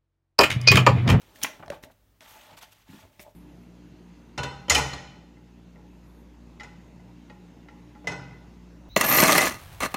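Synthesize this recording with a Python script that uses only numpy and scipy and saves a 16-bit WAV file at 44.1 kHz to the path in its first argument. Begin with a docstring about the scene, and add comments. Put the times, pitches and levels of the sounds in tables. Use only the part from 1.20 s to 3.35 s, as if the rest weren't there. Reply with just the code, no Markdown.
"""A faint papery hiss comes first, then a sharp snap: two glossy pages of a large book turned in a small room.
The first sheet slides up, snaps free, buckles with hollow pops and lands; fingers slide over the next page,
catch its edge and lift it with soft thumps, and it flicks over and wobbles.
Snaps, slides and air are shaped noise, pops are tones amid noise, thumps are low tones, and wobble is noise
through page resonances; a short room tail, faint steady noise and mains hum lie around them."""
import sys
import numpy as np
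from scipy import signal
from scipy.fft import rfft, irfft, next_fast_len
from scipy.io import wavfile
from scipy.ndimage import uniform_filter1d, map_coordinates

SR = 44100
rng = np.random.default_rng(int(sys.argv[2]) if len(sys.argv) > 2 else 0)


def dump(signal):
    """Clip the signal to [-1, 1] and save it as 16-bit WAV at the path in sys.argv[1]."""
    limited = np.clip(np.atleast_2d(signal).T, -1, 1)
    pcm = np.round(limited * 32767).astype(np.int16)
    wavfile.write(sys.argv[1], SR, pcm)


N = 94815

# crisp snaps of the sheet: start_s, level_db, t60_s, bright_hz, tilt_db_per_octave
SNAPS = [(0.0176, -49.5, 0.026, 3310, 1.5), (.159, -48.5, 0.031, 1800, -0.5),
         (0.2166, -39, 0.034, 3700, -0.5), (0.2311, -23.5, 0.071, 2880, 3.5),
         (0.2356, -10, 0.0048, 6140, 9.5), (0.24, -22.5, 0.015, 6140, 6.5), (0.461, -48, 0.02, 5600, -3),
         (.481, -33, 0.012, 4350, -5.5), (0.502, -29, 0.0155, 3900, -2.5),
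         (0.6375, -31.5, 0.0072, 2800, -2.5), (1.0082, -40.5, 0.003, 3400, -1),
         (1.9958, -36.5, 0.013, 2210, -2.5), (2.001, -46, 0.084, 2320, 1.5)]
# overall colour of a snap: freq_hz, gain_db
SNAP_COLOUR = [(100, 3.5), (600, -6.5), (1100, -1.5), (1700, 3), (3400, -1), (4700, -5), (5600, -1.5),
               (6700, -4), (7700, -13.5), (8900, -2), (10300, -10), (15500, -13)]
SNAP_RISE_S = 0.00054  # time constant of the swell before the crack
SNAP_PEAK_DB, SNAP_PEAK_OCTAVES = 8.5, 0.24  # bright band: boost before colouring, half width


def snaps():
    """Tension builds up and lets go in a broad crack with one bright band."""
    out = np.zeros(N)
    for start_s, level_db, t60_s, bright_hz, tilt_db in SNAPS:
        def bright_band(hz):
            octaves_away = np.log2((hz + 1) / bright_hz)
            return amp(SNAP_PEAK_DB * np.exp(-(octaves_away / SNAP_PEAK_OCTAVES) ** 2))

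        t = clock() - start_s
        fall = np.where(t < 0, -t / SNAP_RISE_S, np.log(1000) * t / t60_s)
        envelope = np.exp(-np.minimum(fall, 20))
        crack = filtered(noise(), bright_band)
        out += amp(level_db) * envelope * coloured(crack, SNAP_COLOUR, tilt_db)
    return out


# hollow buckles of the sheet: start_s, level_db, pitch_hz, t60_s, crumple_db (relative to the tone)
POPS = [(0.238, -40, 277, 0.068, 4), (0.245, -21.5, 1940, 0.016, 6), (0.248, -23.5, 1983, 0.031, 2),
        (0.265, -45.5, 1880, 0.051, 13.5), (0.425, -49.5, 1498, 0.074, 6.5), (.430, -40.5, 815, 0.04, 5.5),
        (.480, -34, 680, 0.024, -6.5), (.5022, -24.5, 585.5, 0.059, -38), (0.5193, -40, 1146, 0.022, 9),
        (.525, -42.5, 710, 0.029, 3.5), (.532, -41, 864, 0.039, 5), (.558, -49, 630, .022, 7),
        (0.592, -53, 570, .03, -16), (0.699, -57, 851, .05, 9), (1.156, -46.5, 870, 0.067, -4.5),
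        (1.851, -47, 632, 0.026, 0.5), (1.999, -50.5, 597, 0.045, 3.5), (2.063, -52.5, 713, 0.049, 5),
        (2.079, -47.5, 600, 0.08, -5)]
# spectrum of the crumple around each pop: pitch_multiple, gain_db
CRUMPLE = [(.1, -19.5), (.4, 3.5), (.7, 3.5), (1, 5.5), (1.45, 2), (2.2, -8), (5, -47.5)]
POP_RISE_S = 0.00096  # time constant


def pops():
    """Each buckle rings one damped bending mode amid a cluster of others."""
    out = np.zeros(N)
    for start_s, level_db, pitch_hz, t60_s, crumple_db in POPS:
        t, envelope = struck(start_s, POP_RISE_S, t60_s)
        tone = np.sqrt(2) * np.sin(2 * np.pi * pitch_hz * t)
        cluster = unit(filtered(noise(), lambda hz: amp(along(CRUMPLE, hz / pitch_hz))))
        out += amp(level_db) * envelope * (tone + amp(crumple_db) * cluster)
    return out


# soft thumps as a page lifts or lands: start_s, level_db (before doubling), pitch_hz, t60_s
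THUMPS = [(0.502, -38, 158, 0.039), (1.689, -44.5, 254, 0.056), (1.6988, -32.5, 167, 0.021),
          (1.734, -31.5, 236, 0.017), (1.744, -29.5, 224, 0.014), (1.772, -49.5, 240, 0.054),
          (1.835, -46.5, 79, 0.053), (1.997, -51.5, 167, 0.044)]
THUMP_RISE_S = 0.0035  # time constant


def thumps():
    """The whole page flexes and pushes air in a short, low, damped tone."""
    out = np.zeros(N)
    for start_s, level_db, pitch_hz, t60_s in THUMPS:
        t, envelope = struck(start_s, THUMP_RISE_S, t60_s)
        out += 2 * amp(level_db) * envelope * np.sin(2 * np.pi * pitch_hz * t)
    return out


# paper and skin sliding: start_s, length_s, level_db (before roughness and resonance), rise_s,
# release_s (to fall 17 dB), tilt_db_per_octave
SLIDES = [(-.02, 0.29, -62.5, .01, 0.013, 0), (0.148, 0.14, -58.5, 0.003, 0.018, 2.5),
          (0.221, .006, -36.5, 0.0073, .005, 1), (.25, 0.056, -54, .005, 0.16, 0),
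          (0.39, .012, -44.5, 0.014, 0.014, -6.5), (0.507, 0.043, -54.5, 0.0071, 0.042, -1),
          (0.624, 0.025, -53, 0.006, 0.017, 1.5), (0.705, 0.015, -63.5, 0.01, 0.011, 3.5),
          (1.006, .24, -55, 0.0045, 0.17, -0.5), (1.053, 0.059, -55, 0.048, 0.19, 6.5),
          (1.28, 0.068, -54, 0.021, 0.015, -3.5), (1.365, .026, -48.5, 0.01, 0.012, 1),
          (1.405, 0.027, -45.5, 0.022, 0.029, 0), (1.426, 0.2, -64, 0.0088, 0.049, 0.5),
          (1.514, 0.0193, -54.5, 0.012, 0.005, 2.5), (1.65, 0.16, -56.5, 0.061, 0.11, 0),
          (1.911, 0.198, -68.5, 0.018, 0.027, 1.5), (2.006, 0.025, -51, .008, 0.015, 7.5)]
# overall colour of the hiss: freq_hz, gain_db
SLIDE_COLOUR = [(200, -13.5), (450, -15.5), (700, -7.5), (1200, -7), (2400, -8), (3400, -8.5),
                (5000, -15.5), (6300, -15), (10400, -21.5), (13000, -17), (15800, -24)]
GRAINS_PER_S, GRAIN_SHARE = 2500, 0.27  # mean rate of slips, their share of the power before colouring
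ROUGH_DB, ROUGH_PER_S = 0.5, 150  # random level drift: depth, new values per second


def slides():
    """Dense tiny slips under each stroke make a rough hiss."""
    out, t = np.zeros(N), clock()
    share = np.clip(GRAIN_SHARE, 0, 1)
    for start_s, length_s, level_db, rise_s, release_s, tilt_db in SLIDES:
        slips = unit(noise() * (rng.random(N) < GRAINS_PER_S / SR))
        mix = np.sqrt(share) * slips + np.sqrt(1 - share) * noise()
        hiss = coloured(mix, SLIDE_COLOUR, tilt_db)
        fade_in = np.clip((t - start_s) / rise_s, 0, 1)
        fade_out = np.exp(-2 * np.maximum(t - start_s - length_s, 0) / release_s)
        out += amp(level_db) * hiss * fade_in * fade_out
    drift = map_coordinates(rng.standard_normal(N // 20), [t * ROUGH_PER_S])
    return out * amp(ROUGH_DB * drift)


CRINKLE_DB = 2.5  # depth of the brief, narrow patches in the paper's hiss


def crinkled(x):
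    """The hiss is mottled by brief, narrow random gains over time and frequency."""
    spectrum = signal.stft(x, nperseg=256)[2]
    field = rng.standard_normal(spectrum.shape)
    field = uniform_filter1d(field, size=4, axis=0)  # spread over frequency
    field = uniform_filter1d(field, size=2, axis=1)  # spread over time
    patches = unit(amp(CRINKLE_DB * unit(field)))
    return signal.istft(spectrum * patches, nperseg=256)[1][:N]


# the flat page's resonance under a rubbing finger
PRESSED_HZ, PRESSED_WIDTH_HZ, PRESSED_DB = 872.5, 46, 4.5


def rubbing():
    """The slides, mottled and coloured by the pressed page's damped mode."""
    def pressed_page(hz):
        return 1 + amp(PRESSED_DB) * resonance(hz, PRESSED_HZ, PRESSED_WIDTH_HZ)

    return filtered(crinkled(slides()), pressed_page)


# lasting resonances of the loose sheet: pitch_hz, width_hz, level_db
SHEET = [(264.8, 14, -2.5), (589.6, 33, 1), (657, 62, -4.5), (874, 27, -4.5)]


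def sheet(x):
    """x through the page's damped modes, summed with alternating sign."""
    def modes(f):
        return sum((-1) ** k * amp(level_db) * resonance(f, pitch_hz, width_hz)
                   for k, (pitch_hz, width_hz, level_db) in enumerate(SHEET))

    return filtered(x, modes)


# how hard the loose sheet wobbles: time_s, level_db
WOBBLE = [(0, -85), (.3, -49.5), (.37, -62), (.46, -53.5), (.6, -65), (0.671, -53), (.75, -76),
          (1.0, -88.5), (1.018, -54), (1.12, -98), (1.157, -56.5), (1.26, -69.5), (1.32, -58),
          (1.39, -67.5), (1.48, -69.5), (1.66, -84.5), (1.85, -60), (1.94, -78), (2.07, -53), (2.15, -78)]


def wobble():
    """Handling keeps the sheet's resonances stirred: noise through them at a moving level."""
    level_db = np.interp(clock(), *np.transpose(WOBBLE))
    return amp(level_db) * unit(sheet(noise()))


# air pushed by the swinging page: middle_s, half_length_s (to 1/e), level_db
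SWINGS = [(0.232, 0.32, -62), (1.937, 0.16, -70)]
# colour of the low whoosh: freq_hz, gain_db
AIR = [(40, -5.5), (370, -3.5), (550, -9), (2000, -35.5)]


def air():
    """The whoosh of low noise swells and fades with the speed of each swing."""
    speed = sum(amp(level_db) * np.exp(-((clock() - middle_s) / half_length_s) ** 2)
                for middle_s, half_length_s, level_db in SWINGS)
    return speed * coloured(noise(), AIR)


# decay of the room: freq_hz, t60_s
ROOM_DECAY = [(400, 0.27), (2500, 0.33), (6000, 0.26), (14000, 0.16)]
# colour and strength of the tail: freq_hz, gain_db
ROOM_COLOUR = [(100, -5.5), (600, -10), (2500, -14.5), (6000, -14), (14000, -14.5)]
ROOM_DELAY_S = 0.0049  # silence before the tail, and then the length of its fade-in


def room(x):
    """A short diffuse tail whose high treble dies first."""
    hz, t, spectrum = signal.stft(rng.standard_normal(SR // 2), SR, nperseg=256)
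    decay = amp(-60 * t / along(ROOM_DECAY, hz)[:, None])
    tail = signal.istft(spectrum * decay, SR, nperseg=256)[1]
    tail = tail * np.clip(np.arange(len(tail)) / SR / ROOM_DELAY_S - 1, 0, 1)
    wet = signal.fftconvolve(x, tail / np.linalg.norm(tail))[:N]
    return filtered(wet, lambda f: amp(along(ROOM_COLOUR, f)))


# colour of the steady room noise: freq_hz, gain_db
FLOOR = [(30, -9), (52, 3), (75, -19), (104, -8.5), (130, -12.5), (450, -23), (10000, -38), (15500, -32.5)]
# mains hum: pitch_hz, level_db
HUM = [(50, -80.5), (100, -72.5)]
FLOOR_DB = -64.5


def room_tone():
    """Faint steady coloured noise, and mains hum as sines of random phase."""
    hum = sum(np.sqrt(2) * amp(level_db) * np.sin(2 * np.pi * (pitch_hz * clock() + rng.random()))
              for pitch_hz, level_db in HUM)
    return amp(FLOOR_DB) * coloured(noise(), FLOOR) + hum


def struck(start_s, rise_s, t60_s):
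    """Time since a blow, and an envelope that rises and dies."""
    t = np.maximum(clock() - start_s, 0)
    rise = 1 - np.exp(-t / rise_s)
    return t, rise * amp(-60 * np.minimum(t / t60_s, 2))


def resonance(f, hz, width):
    """Response of one damped mode, 1 at its pitch."""
    return 1j * f * width / (hz * hz - f * f + 1j * f * width)


def coloured(x, points, tilt_db=0):
    """x with a spectrum and a tilt per octave (level below 220 Hz), at rms 1."""
    def colour(hz):
        return amp(along(points, hz) + tilt_db * np.log2(np.maximum(hz, SR / 200)))

    return unit(filtered(x, colour))


def filtered(x, response):
    """x times a response of frequency."""
    m = next_fast_len(N + SR // 2)  # spare room so that ringing does not wrap round
    return irfft(rfft(x, m) * response(np.fft.rfftfreq(m, 1 / SR)), m)[:N]


def along(points, hz):
    """Values at hz between (frequency, value) points on a log axis."""
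    f, v = np.transpose(points)
    return np.interp(np.log(hz + 1e-6), np.log(f), v)


def noise():
    """White noise at rms 1."""
    return rng.standard_normal(N)


def clock():
    """Time of each sample in seconds."""
    return np.arange(N) / SR


def amp(db):
    """Decibels to amplitude."""
    return 10 ** (np.asarray(db) / 20)


def unit(x):
    """x scaled to rms 1."""
    return x / np.sqrt(np.mean(x ** 2) + 1e-20)


RING_DB = -16  # how strongly snaps and pops set the sheet ringing


def scene():
    """The book close by, in its room."""
    cracks, buckles = snaps(), pops()
    layers = [cracks, buckles, thumps() + rubbing()]
    in_room = sum(x + room(x) for x in layers)
    ring = amp(RING_DB) * sheet(cracks + buckles) + wobble()
    return (in_room + ring + air() + room_tone())[None]


LOW_CUT_HZ, TOP_HZ = 45, 15850


def record(dry):
    """Cuts the deep bass steeply and keeps nothing above the band limit."""
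    def band(hz):
        low_cut = hz ** 4 / np.hypot(hz ** 4, LOW_CUT_HZ ** 4)
        return (hz < TOP_HZ) * low_cut

    return filtered(dry[0], band)[None]


dry = scene()
out = record(dry)
dump(out)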